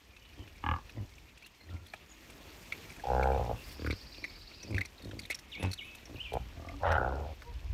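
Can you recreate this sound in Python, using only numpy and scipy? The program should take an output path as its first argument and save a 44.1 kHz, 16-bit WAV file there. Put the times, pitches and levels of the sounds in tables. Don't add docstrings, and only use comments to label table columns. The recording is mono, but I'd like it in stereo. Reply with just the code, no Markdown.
import sys
import numpy as np
from scipy import signal
from scipy.io import wavfile

SR = 44100
rng = np.random.default_rng(int(sys.argv[2]) if len(sys.argv) > 2 else 0)


def wav_out(sig):
    wavfile.write(sys.argv[1], SR, np.round(np.clip(np.atleast_2d(sig).T, -1, 1) * 32767).astype(np.int16))


def nominal_scale(level):
    x = np.asarray(level, float) / 20
    return 10 ** x


N = 340893

# ((first slap [s], slap rate
# at start [1/s], at end [1/s], roughness [0-1]), throat, place)
VOICES = [ ((.31, 62, 62, .6), "shut", "left"), ((.639, 40.3, 41, .08), "honk", "left"),
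          ((.945, 110, 100, .5), "shut", "right"), ((1.609, 85, 80, .5), "shut", "left"),
          ((3.037, 61.5, 68.5, .05), "open", "right"), ((3.377, 60, 58, .25), "tired", "right"),
          ((3.62, 65, 65, .5), "shut", "right"), ((3.794, 38.5, 36, .04), "snort", "left"),
          ((4.16, 50, 50, .6), "shut", "right"), ((4.63, 125, 88, .4), "rumble", "right"),
          ((5.0, 55, 50, .5), "rumble", "right"), ((5.574, 95, 90, .55), "nasal", "left"),
          ((6.059, 58, 60, .4), "shut", "right"), ((6.321, 62, 62, .1), "bark", "right"),
          ((6.39, 62, 58, .1), "shut", "right"), ((6.57, 38.5, 45, .06), "far", "ahead"),
          ((6.715, 93, 96, .1), "hum", "ahead"), ((6.811, 92, 76, .24), "wide", "ahead"),
          ((6.98, 59.5, 80, .17), "slack", "ahead"), ((7.56, 74, 74, .1), "shut", "ahead"), ]


def rms_one(x):
    return x / np.sqrt(np.mean(x ** 2) + 1e-20)


def in_time(rows):
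    s, *columns = np.transpose(rows)
    t = np.arange(round(s[0] * SR), min(round(s[-1] * SR), N)) / SR
    return [t] + [np.interp(t, s, c) for c in columns]


def drift(rate_hz):
    r = np.exp(-80 * np.pi * rate_hz / SR)
    slow = signal.lfilter([1], [1, -2 * r, r * r], rng.standard_normal(N // 40 + 2002))[2000:]
    return np.interp(np.arange(N) / 40, np.arange(len(slow)), rms_one(slow))


def resonance(x, hz, width_hz):
    r = np.exp(-np.pi * width_hz / SR)
    poles = [1, -2 * r * np.cos(2 * np.pi * hz / SR), r * r]
    return signal.lfilter([(1 - r * r) / 2, 0, (r * r - 1) / 2], poles, x)


def double_resonance(x, hz, width_hz):
    return resonance(resonance(x, hz, width_hz), hz, 2 * width_hz)


def cut(x, hz, kind, order=2):
    return signal.sosfilt(signal.butter(order, hz, kind, fs=SR, output="sos"), x)


def add(out, x, start_s, pan_db, lag_ms):
    for port, side in enumerate((1, -1)):
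        i = round(start_s * SR + max(side * lag_ms, 0) * SR / 1000)
        piece = x[:max(N - i, 0)]
        out[port, i:i + len(piece)] += piece * nominal_scale(side * pan_db / 2)


def fade(t, edge_s):
    return np.clip(np.minimum(t - t[0], t[-1] - t) / edge_s, 0, 1)


def banded_noise(spectrum, patchy_db, alike):
    hz, level_db = np.transpose(spectrum)
    edges = hz[0] * 2 ** (np.arange(int(3 * np.log2(hz[-1] / hz[0])) + 2) / 3)
    out, together, white = 0, drift(24.0), rng.standard_normal((2, 2, N))
    for k, (low, high) in enumerate(zip(edges, edges[1:])):
        mid, side = cut(white[k % 2], [low, min(high, .45 * SR)], "band")
        band_db = np.interp(np.log(low * high) / 2, np.log(hz), level_db)
        gain = nominal_scale(band_db + patchy_db * (.9 * together + drift(14)))
        out = out + gain * (np.sqrt(1 + alike) * mid + np.sqrt(1 - alike) * side * [[1], [-1]])
    return rms_one(out)


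def air():
    # (time [s], gust [dB], stir of the herd [dB])
    gusts = [(0.0, -64.5, -5.5), (0.88, -52.5, -2), (1.5, -66, -6), (2.13, -63, -2), (2.5, -60, 4.5),
             (2.84, -59, 5.5), (3.66, -48.5, 4.5), (4.17, -55, 0), (4.41, -53, -0.5), (4.8, -59.5, -1.5),
             (5.57, -59, -1), (6.09, -55, 0), (6.87, -39.5, -0.5), (7.45, -48.5, -2), (7.73, -34.5, -4)]
    # (frequency [Hz], level [dB per Hz])
    yard_spectrum = [(35, -8), (60, 3), (82, -0.5), (141, -4), (334, -4), (428, -7.5), (1600, -10.5),
                     (2080, -47)]
    # (frequency [Hz], level [dB per Hz])
    rustle_spectrum = [(710, -9.5), (1200, 5.5), (1570, -28.5), (2230, 17.5), (2560, 4.5), (3280, 2),
                       (3730, -1.5), (4920, -1), (7500, -29), (9750, -149)]
    # (frequency [Hz], level [dB per Hz])
    hiss_spectrum = [(3530, -45), (6000, 3.5), (7930, -1.5), (9420, 0), (10800, -16.5), (15100, 16),
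                     (16000, -10.5)]
    t, wind_db, stir_db = [np.resize(c, N) for c in in_time(gusts)]
    over_mean_db = wind_db + 45
    rustle_db = -57.5 + 0.72 * stir_db + 0.036 * over_mean_db
    hiss_db = -66.5 + 0.96 * stir_db - 0.092 * over_mean_db
    yard_db = -55.5 + 0.92 * stir_db + 0.071 * over_mean_db

    shared, *own = rng.standard_normal((3, N))
    wind = cut(.4 * shared + np.array(own), 70, "low", order=4)
    wind = rms_one(cut(wind, 42, "high", order=4))
    wind = wind * nominal_scale(2.5 * drift(5.0)) * nominal_scale(np.array([[1.5], [-1.5]]))

    falls = rng.random((2, N)) < 130 / SR
    strength_db = 4.5 * np.minimum(rng.exponential(1, (2, N)), 3)
    grains = falls * nominal_scale(strength_db) * rng.choice([-1, 1], (2, N))
    dealt = np.cumsum(grains != 0, axis=1) % 7
    crackle = rms_one(sum(resonance(grains * (dealt == k) + 1e-18, hz, .16 * hz)
                          for k, hz in enumerate(np.geomspace(1900, 5200, 7))))

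    yard = banded_noise(yard_spectrum, patchy_db=1.5, alike=.6)
    yard[0] = np.roll(yard[0], round(.0004 * SR))
    rustle = banded_noise(rustle_spectrum, patchy_db=1.4, alike=.01) + nominal_scale(-8.0) * crackle
    hiss = banded_noise(hiss_spectrum, patchy_db=1.1, alike=.01)
    return nominal_scale(wind_db) * wind + nominal_scale(yard_db) * yard + nominal_scale(rustle_db) * rustle + nominal_scale(hiss_db) * hiss


def songs():
    # (start [s], length [s], from
    # [Hz], to [Hz], level [dB])
    peep_calls = [(0.174, 0.14, 3000, 2930, -62.5), (0.356, 0.1, 3300, 2970, -61.5),
                  (1.06, 0.096, 2300, 2180, -75), (1.536, 0.11, 2410, 2010, -70),
                  (0.057, 0.27, 2420, 2315, -72), (0.969, .08, 3010, 2890, -71),
                  (1.2, 0.14, 2240, 2120, -76), (1.432, 0.043, 2630, 2800, -57),
                  (1.558, 0.097, 4300, 4170, -68), (1.702, 0.031, 1390, 1364, -51.5),
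                  (4.258, 0.12, 2250, 2215, -60.5), (4.94, .17, 3760, 3700, -58),
                  (5.587, 0.052, 10500, 10560, -62), (5.823, .06, 10250, 10300, -68),
                  (2.083, 0.059, 6920, 6680, -60), (3.23, 0.052, 8550, 8400, -63),
                  (3.557, 0.084, 2754, 2673, -56), (4.136, 0.13, 2700, 2300, -62.5),
                  (4.502, 0.18, 2736, 2530, -62.5), (5.46, 0.087, 2220, 2160, -66)]
    # (time [s], frequency [Hz], level [dB])
    hook = [(0, 4060, 6), (.016, 3103, 5), (.028, 2545, -6), (.038, 2235, 0), (.052, 2226, -1),
            (.078, 2605, -7.5), (.15, 2584, -8), (.2, 2570, -16)]
    # (time [s], level [dB])
    hook_calls = [
        (5.515, -45.5),
        (5.775, -46),
    ]
    # (time [s], frequency [Hz], level [dB])
    chirp = [(6.155, 3064, -37), (6.168, 2420, -56), (6.185, 2450, -52.5), (6.215, 3096, -35.5),
             (6.234, 2917, -77), (6.24, 3530, -44), (6.25, 2830, -45), (6.272, 2407, -49),
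             (6.32, 2340, -56)]
    edge_db, glide_left = 5, .35
    peeps = []
    for s, length, from_hz, to_hz, db in peep_calls:
        middle_hz = to_hz + glide_left * (from_hz - to_hz)
        peeps.append([(s, from_hz, db - edge_db), (s + length / 2, middle_hz, db),
                      (s + length, to_hz, db - edge_db)])
    return peeps + [np.add(hook, (s, 0, db)) for s, db in hook_calls] + [chirp]


def whistles(lag, tail):
    out, flutter = np.zeros((2, N + SR)), drift(60)
    for rows in songs():
        t, hz, level_db = in_time(rows)
        phase = 2 * np.pi * np.cumsum(hz) / SR
        faint = level_db.max() < -55
        tone = np.sin(phase + (.8 + .6 * faint) * flutter[-len(t):])
        i = round(t[0] * SR)
        waver_db = (2.5 + 2.5 * faint) * flutter[i:i + len(t)]
        tone = np.sqrt(2) * nominal_scale(level_db + waver_db) * fade(t, .006) * tone
        add(out, tone, t[0], -5.0, .4)
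        echo = signal.fftconvolve(tone[None], rng.standard_normal((2, len(lag))) * tail, axes=1)
        out[:, i:i + echo.shape[1]] += nominal_scale(-41 if faint else -35) * echo
    return out[:, :N]


def trill(lag, tail):
    # (time [s], level [dB], sweeps start at [Hz])
    sweeps = [
        (3.6, -55.5, 4100),
        (3.95, -52.5, 3890),
        (4.35, -52.5, 3204),
        (4.75, -57.5, 3720),
    ]
    start_s, per_s, slows, top_hz = 3.635, 19.05, 1.45, 5850
    t, level_db, from_hz = in_time(sweeps)
    since = t - start_s
    cycle = np.maximum(since, 0) * (per_s - slows * since ** 2) % 1
    along = np.clip(cycle / .52, 0, 1)
    rasp_db = 3 * drift(200)[:len(t)]
    hz = from_hz + (top_hz - from_hz) * along + 210 * drift(300)[:len(t)]
    voice = np.sin(np.pi * along) * np.sin(2 * np.pi * np.cumsum(hz) / SR)
    direct = np.zeros((2, N))
    add(direct, nominal_scale(level_db + 6.5 + rasp_db) * voice, t[0], 2.5, .45)
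    echoes = rng.standard_normal((2, len(lag))) * tail
    return .68 * direct + nominal_scale(-34) * signal.fftconvolve(direct, echoes, axes=1)[:, :N]


def birds():
    lag = np.arange(round(.4 * SR)) / SR
    tail = np.exp(-lag / .08) * (lag > .006)
    return whistles(lag, tail) + trill(lag, tail)


def ticks():
    # (time [s], peak [dB],
    # ring [Hz])
    cracks = [(0.196, -48, 4630), (0.5794, -53, 5310), (1.0201, -55, 4240), (1.053, -53, 3290),
              (1.0694, -56, 4300), (1.1528, -49, 6570), (1.2994, -61, 3640), (1.447, -44, 4230),
              (1.5444, -56, 4230), (1.6975, -47, 3340), (1.8985, -48, 4220), (1.96, -43, 3240),
              (2.0732, -60, 4680), (2.2094, -53, 3250), (2.6559, -53, 3770), (3.0949, -49, 4110),
              (3.124, -47, 4130), (3.2301, -36.5, 4120), (3.4251, -55, 4110), (3.905, -32, 3740),
              (3.9233, -32.5, 4300), (4.782, -48, 4050), (4.8553, -32, 4940), (4.9791, -43, 3970),
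              (5.045, -49, 3670), (5.0694, -49, 3680), (5.1402, -49, 4010), (5.216, -39, 4120),
              (5.235, -41, 4100), (5.252, -37, 3600), (5.5494, -39, 3700), (5.6694, -44, 3950),
              (5.713, -40, 5500), (5.73, -34, 5400), (5.9794, -46, 3600), (6.1419, -47, 4150),
              (6.1669, -47, 4240), (6.9167, -34, 5070), (7.2894, -57, 3390)]
    # (time [s], peak [dB], ring [Hz])
    clods = [(0.9617, -51, 1960), (0.9797, -48, 1960), (1.2644, -55, 2610), (2.6694, -45, 2470),
             (3.937, -33, 2850), (4.0297, -50, 1960), (4.1433, -34.5, 3000), (4.511, -41.5, 2360),
             (4.7257, -37, 2400), (5.1123, -46, 2970), (5.191, -34.5, 2280), (5.233, -36, 3060),
             (5.3242, -23, 2630)]
    out, t = np.zeros((2, N)), np.arange(round(.025 * SR)) / SR
    rows = cracks + clods
    for (s, peak_db, hz), noise in zip(rows, rng.standard_normal((len(rows), len(t)))):
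        burst = noise * (1 - np.exp(-t / .002)) * np.exp(-t / .004)
        ring = double_resonance(burst, hz, .2 * hz)
        add(out, nominal_scale(peak_db - 2.0) * ring / np.abs(ring).max(), s, 1.5, .5)
    return out


def mud():
    # (time [s], peak [dB], ring [Hz])
    pops = [(0.164, -41, 2640), (.2498, -45, 2680), (.33, -45.5, 2540), (0.4747, -40.5, 2800),
            (0.8933, -34.5, 2800), (1.179, -44, 2540), (1.288, -46.5, 2550), (1.422, -41.5, 2470),
            (1.606, -46, 496), (1.6886, -50.5, 1870), (1.765, -46.5, 2240), (1.935, -33.5, 2490),
            (1.935, -30, 860), (2.721, -23.5, 2300), (3.2281, -28, 2330), (3.317, -39, 2480),
            (3.332, -47, 2700), (3.345, -38, 2580), (3.36, -46, 2600), (3.375, -38, 2710),
            (3.8619, -25.5, 1340), (3.905, -25, 2300), (4.24, -27, 2090), (4.628, -38, 5600),
            (4.744, -29, 2300), (4.763, -31, 2450), (4.78, -22, 1720), (4.808, -24.5, 2140),
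            (5.1106, -34.5, 2940), (5.3, -34.5, 300), (5.3172, -29, 2300), (6.0533, -39.5, 5550),
            (6.685, -35.5, 2260), (6.9178, -24.5, 1350), (7.419, -35, 1080)]
    # (time [s], peak [dB], ring [Hz])
    splats = [(0.556, -49, 2340), (1.373, -44.5, 2760), (1.4592, -41.5, 3020), (1.8622, -45.5, 3280),
              (1.88, -52, 4460), (2.2972, -41.5, 2500), (2.89, -48, 2380), (2.9, -40, 2300),
              (2.917, -40.5, 2300), (2.9614, -41.5, 2480), (2.9945, -45, 1710), (4.7047, -41.5, 2400),
              (4.8492, -37, 2180), (5.019, -46, 4440), (5.043, -44.5, 4330), (5.1901, -30.5, 4670),
              (5.251, -42, 2130), (5.299, -27, 2030), (5.3078, -25.5, 2260), (5.3442, -29, 5460),
              (5.3873, -39.5, 5300), (5.625, -30.5, 2780), (5.6504, -39.5, 2800), (5.7123, -34, 4440),
              (5.73, -29.5, 4300), (5.9474, -37, 2880), (6.3305, -37, 3160)]
    out, t = np.zeros((2, N)), np.arange(round(0.042 * SR)) / SR
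    # spray of a medium smack [dB], share of the smack's strength that the spray follows
    smacks = [row + (-64.5, 0.7) for row in pops] + [row + (-51, 0.94) for row in splats]
    for s, peak_db, hz, spray_db, follows in sorted(smacks):
        noise = rng.standard_normal((3, len(t)))
        decay = np.exp(-t / .0028) + .08 * np.exp(-t / .012)
        burst = noise[0] * (1 - np.exp(-t / .003)) * decay
        pocket = sum(share * double_resonance(burst, ratio * hz, width_hz)
                     for ratio, width_hz, share in ((0.986, 427, 0.86), (1.7, 520, 0.055), (0.43, 1170, 0.22)))
        add(out, nominal_scale(peak_db + 1.5) * pocket / np.abs(pocket).max(), s, 2.5, .5)
        puff = noise[1:] * .5 * np.exp(-((t - .008) / .006) ** 2)
        spray = cut(puff, [3000, rng.uniform(8000, 16000)], "band")
        i = round(s * SR)
        out[:, i:i + len(t)] += nominal_scale(spray_db + follows * (peak_db + 36.5) + 11.0) * spray
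    return out


def short_swell(t, start, peak, end, late_s=0):
    return [np.clip((t - peak - late_s) / (edge - peak - late_s / 2), 0, 1) ** 1.33 for edge in (start, end)]


def swells():
    # (start [s], peak [s], end [s], chest
    # [dB], throat [dB])
    short_grunts = [(0.298, 0.424, .5, -46, -53), (0.618, 0.71, .82, -31, -36),
                    (0.922, 0.976, 1.07, -36, -48), (1.599, 1.73, 1.88, -40.5, -55.5),
                    (3.612, 3.718, 3.78, -61, -60), (3.781, 3.875, 3.955, -33.5, -39),
                    (4.155, 4.196, 4.35, -56, -53.5), (4.624, 4.756, 4.83, -30.5, -41),
                    (4.984, 5.056, 5.28, -43, -47), (5.565, 5.644, 5.73, -32, -37.5),
                    (6.04, 6.154, 6.2, -42, -48), (6.302, 6.365, 6.385, -32.5, -28.5),
                    (6.38, 6.388, 6.5, -41, -67), (6.55, 6.68, 6.76, -51, -50),
                    (6.706, 6.75, 6.82, -53, -51), (7.556, 7.65, 7.73, -64, -61)]
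    swell_depths = {"shut": (27, 23, 16.5, 17, -7.5), "honk": (15, 41, 6.3, 23.5, 10),
                    "nasal": (31, 15, 18.5, 23.5, -2.5), "bark": (22, 13, 20, 15, -22),
                    "far": (-7, -2, 6.5, 6, -4), "rumble": (30, 19, 14, 11.5, -13),
                    "snort": (16.5, 4, 12, 6.5, -1), "hum": (6, 2, 4, 8, -30)}
    # (time [s], effort [dB], mouth opening as snout over throat [dB])
    long_grunts = [
        [(3.025, -78, -12), (3.041, -37, -19), (3.115, -25, -19.5), (3.211, -25.5, -5.5), (3.37, -28, -13.5),
         (3.493, -39, -17), (3.505, -27.5, -15.5), (3.6, -71, 17)],
        [(6.79, -50, -15), (6.815, -48, -25), (6.835, -34.5, -5), (6.872, -28.5, -4), (6.96, -31.5, 4.5),
         (7.05, -34, -4.5), (7.218, -43, -14), (7.306, -49.5, -14), (7.345, -61, -6)],
    ]
    # (voice breaks at [s], chest at full effort [dB])
    breaks = [
        (3.37, -37),
        (6.97, -34),
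    ]
    throats, tables = [throat for _, throat, _ in VOICES if throat in swell_depths], []
    for (start, peak, end, chest_db, head_db), throat in zip(short_grunts, throats):
        rise, fall, head_rise, head_fall, snout = swell_depths[throat]
        t = np.arange(start, end, .002)
        before, after = short_swell(t, start, peak, end)
        head = head_db - head_rise * before - head_fall * after
        before, after = short_swell(t, start, peak, end, late_s=0.016)
        tables.append(np.c_[t, chest_db - rise * before - fall * after, head, head + snout])
    for rows, (break_s, chest_db) in zip(long_grunts, breaks):
        t, effort, opening = in_time(rows)
        late_effort = np.interp(t - 0.031, t, effort)
        chest = chest_db + 0.7 * (late_effort + 32.5)
        whole = np.c_[t, chest, effort, effort + opening]
        tables += [whole[t < break_s + .008], whole[t > break_s - .008]]
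    return sorted(tables, key=lambda rows: rows[0, 0])


def grunt(rows, voice, throat):
    throat_rings = { "open": [(250, 90, -17), (490, 120, -5.5), (810, 140, 0), (1350, 220, 0),
                    (1600, 170, -5), (2700, 600, -35)], "tired": [(260, 100, -13), (490, 120, -3),
                    (800, 190, 0), (1200, 260, 0), (1500, 200, -8)], "bark": [(426, 107, -11.5),
                    (737, 204, -6), (1350, 180, 0)], "honk": [(260, 80, -3), (522, 60, -12), (834, 100, 0),
                    (1180, 170, 0), (1670, 110, -7), (2120, 200, -20), (2850, 300, -26), (3400, 350, -35),
                    (4100, 500, -42)], "snort": [(190, 90, -6), (285, 80, 0), (460, 110, -3),
                    (1270, 300, 0), (1630, 150, -2), (2050, 300, -8)], "rumble": [(175, 93, -1.5),
                    (311, 96, -1.5), (520, 224, -9), (1100, 330, 0)], "hum": [(285, 50, 0), (1100, 300, 0)],
                    "nasal": [(156, 65, -1), (289, 76, -1), (483, 140, -5), (770, 210, -10.5),
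                    (1230, 810, 16), (2300, 19, 12)], "shut": [(299, 76, -1), (590, 310, -12.5),
                    (1080, 270, 0)], "far": [(270, 70, -3), (530, 60, -7), (680, 60, 0), (850, 60, -12),
                    (1170, 75, 0)], "wide": [(540, 130, -1), (820, 190, 0), (1400, 260, 0), (1920, 240, -3),
                    (2480, 350, -9), (2950, 400, -14), (3450, 400, -25), (3850, 350, -28)],
                    "slack": [(246, 130, -8), (407, 120, -5), (531, 70, 0), (740, 200, -1.5),
                    (1416, 200, -1), (1730, 230, -19)], }
    closing = {"open": (3.5, .06, .1), "tired": (1.0, .05, .08), "wide": (3.0, .2, .2),
               "slack": (.5, .04, .24), "honk": (2.0, .04, .1), "far": (-5.0, .02, .02)}
    clean_flutter = {"snort": .03, "far": .04, "hum": .04, "honk": .075, "open": .05, "tired": .09}
    snout_from_hz = 1050
    first_s, rate0, rate1, rough = voice
    t, chest_db, throat_db, snout_db = in_time(rows)

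    rate = np.interp(t, [first_s, t[-1]], [rate0, rate1])
    cycles = np.cumsum(rate * (t >= first_s)) / SR
    at = np.searchsorted(cycles, np.arange(1e-9, cycles[-1]))
    luck, noise = rng.standard_normal((40, 2))[:len(at)], rng.standard_normal(SR // 2)[:len(t)]
    jitter = (.2 * rough * luck[:, 0] * SR / rate0).astype(int)
    at = np.clip(at + jitter, 0, len(t) - 1)
    slaps = np.full(len(t), 1e-12)
    slaps[at] = nominal_scale(6 * rough * luck[:, 1])

    puff_n = round(.06 * SR)
    puff_shape = signal.windows.tukey(puff_n, .05) * np.exp(-np.arange(puff_n) * rate0 / (.15 * SR))
    puff = np.convolve(slaps, puff_shape)[:len(t)] + .5 * rough ** 2
    closing_db, *leak = closing.get(throat, (0, 0, 0))
    along = np.linspace(0, 1, len(t))
    puff = puff + np.interp(along, [0, 1], np.abs(leak))
    source = slaps + clean_flutter.get(throat, .12 + .12 * rough) * puff * noise

    colour = nominal_scale(1.36 * rng.standard_normal((41, 9)))[np.cumsum(slaps > 1e-9)]
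    rings = []
    for k, (hz, width_hz, db) in enumerate(throat_rings[throat]):
        mouth_db = closing_db * np.log2(hz / 600) * (2 * along - 1.5)
        ring = double_resonance(source * colour[:, k], hz, width_hz)
        rings.append((hz, (-1) ** k * nominal_scale(db - mouth_db) * ring))
    low = rms_one(sum(x for hz, x in rings if hz < snout_from_hz))
    effort_db = throat_db - throat_db.max()
    high = rms_one(sum(x * nominal_scale(.9 * np.log2(hz / snout_from_hz) * effort_db)
                       for hz, x in rings if hz > snout_from_hz))

    chest = resonance(resonance(slaps, 76, 30), 80, 110) + .15 * resonance(slaps, 185, 80)
    chest = rms_one(cut(chest, [46, 240], "band"))
    head = nominal_scale(throat_db) * low + nominal_scale(snout_db) * high
    return fade(t, 0.018) * nominal_scale(chest_db) * chest, fade(t, 0.0067) * head


def sniff(out):
    # (start [s], end [s], level [dB])
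    start_s, end_s, level_db = (3.55, 3.79, -56)
    t = np.arange(start_s, end_s, 1 / SR)
    patches = nominal_scale(3 * drift(15)[:len(t)])
    breath = cut(rng.standard_normal(SR // 2)[:len(t)], 4500, "high")
    add(out, nominal_scale(level_db) * fade(t, .09) * patches * breath, t[0], 1.5, 0)


def squeak(out):
    # (time [s], frequency [Hz], tone [dB], octave [dB])
    piglet = [
        (7.44, 457, -76, -66),
        (7.48, 480, -52.5, -50),
        (7.55, 465, -66, -78),
    ]
    t, hz, low_db, octave_db = in_time(piglet)
    phase = 2 * np.pi * np.cumsum(hz) / SR
    tone = nominal_scale(low_db) * np.sin(phase) + nominal_scale(octave_db) * np.sin(2 * phase)
    add(out, np.sqrt(2) * fade(t, 0.0072) * tone, t[0], -3.7, -.3)


def pigs():
    places = {"left": (-.37, 1.5), "right": (.4, .5), "ahead": (.2, 7)}
    out = np.zeros((2, N))
    for rows, (voice, throat, place) in zip(swells(), VOICES):
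        chest, head = grunt(rows, voice, throat)
        lag_ms, chest_pan_db = places[place]
        add(out, chest, rows[0][0], chest_pan_db, 1.64 * lag_ms)
        add(out, head, rows[0][0], -7.0 * lag_ms, lag_ms)
    sniff(out)
    squeak(out)
    lag = np.arange(round(.12 * SR)) / SR
    echoes = cut(rng.standard_normal((2, len(lag))), 2500, "low") * np.exp(-lag / .025) * (lag > .003)
    return out + nominal_scale(-42) * signal.fftconvolve(out, echoes, axes=1)[:, :N]


def scene():
    return air() + birds() + ticks() + mud() + pigs()


def band_limit(x):
    return signal.sosfilt(signal.butter(12, 16300, fs=SR, output="sos"), x)


def record(dry):
    top = signal.cheby2(12, 60, 16450, fs=SR, output="sos")
    return band_limit(signal.sosfilt(top, dry))


dry = scene()
out = record(dry)
wav_out(out)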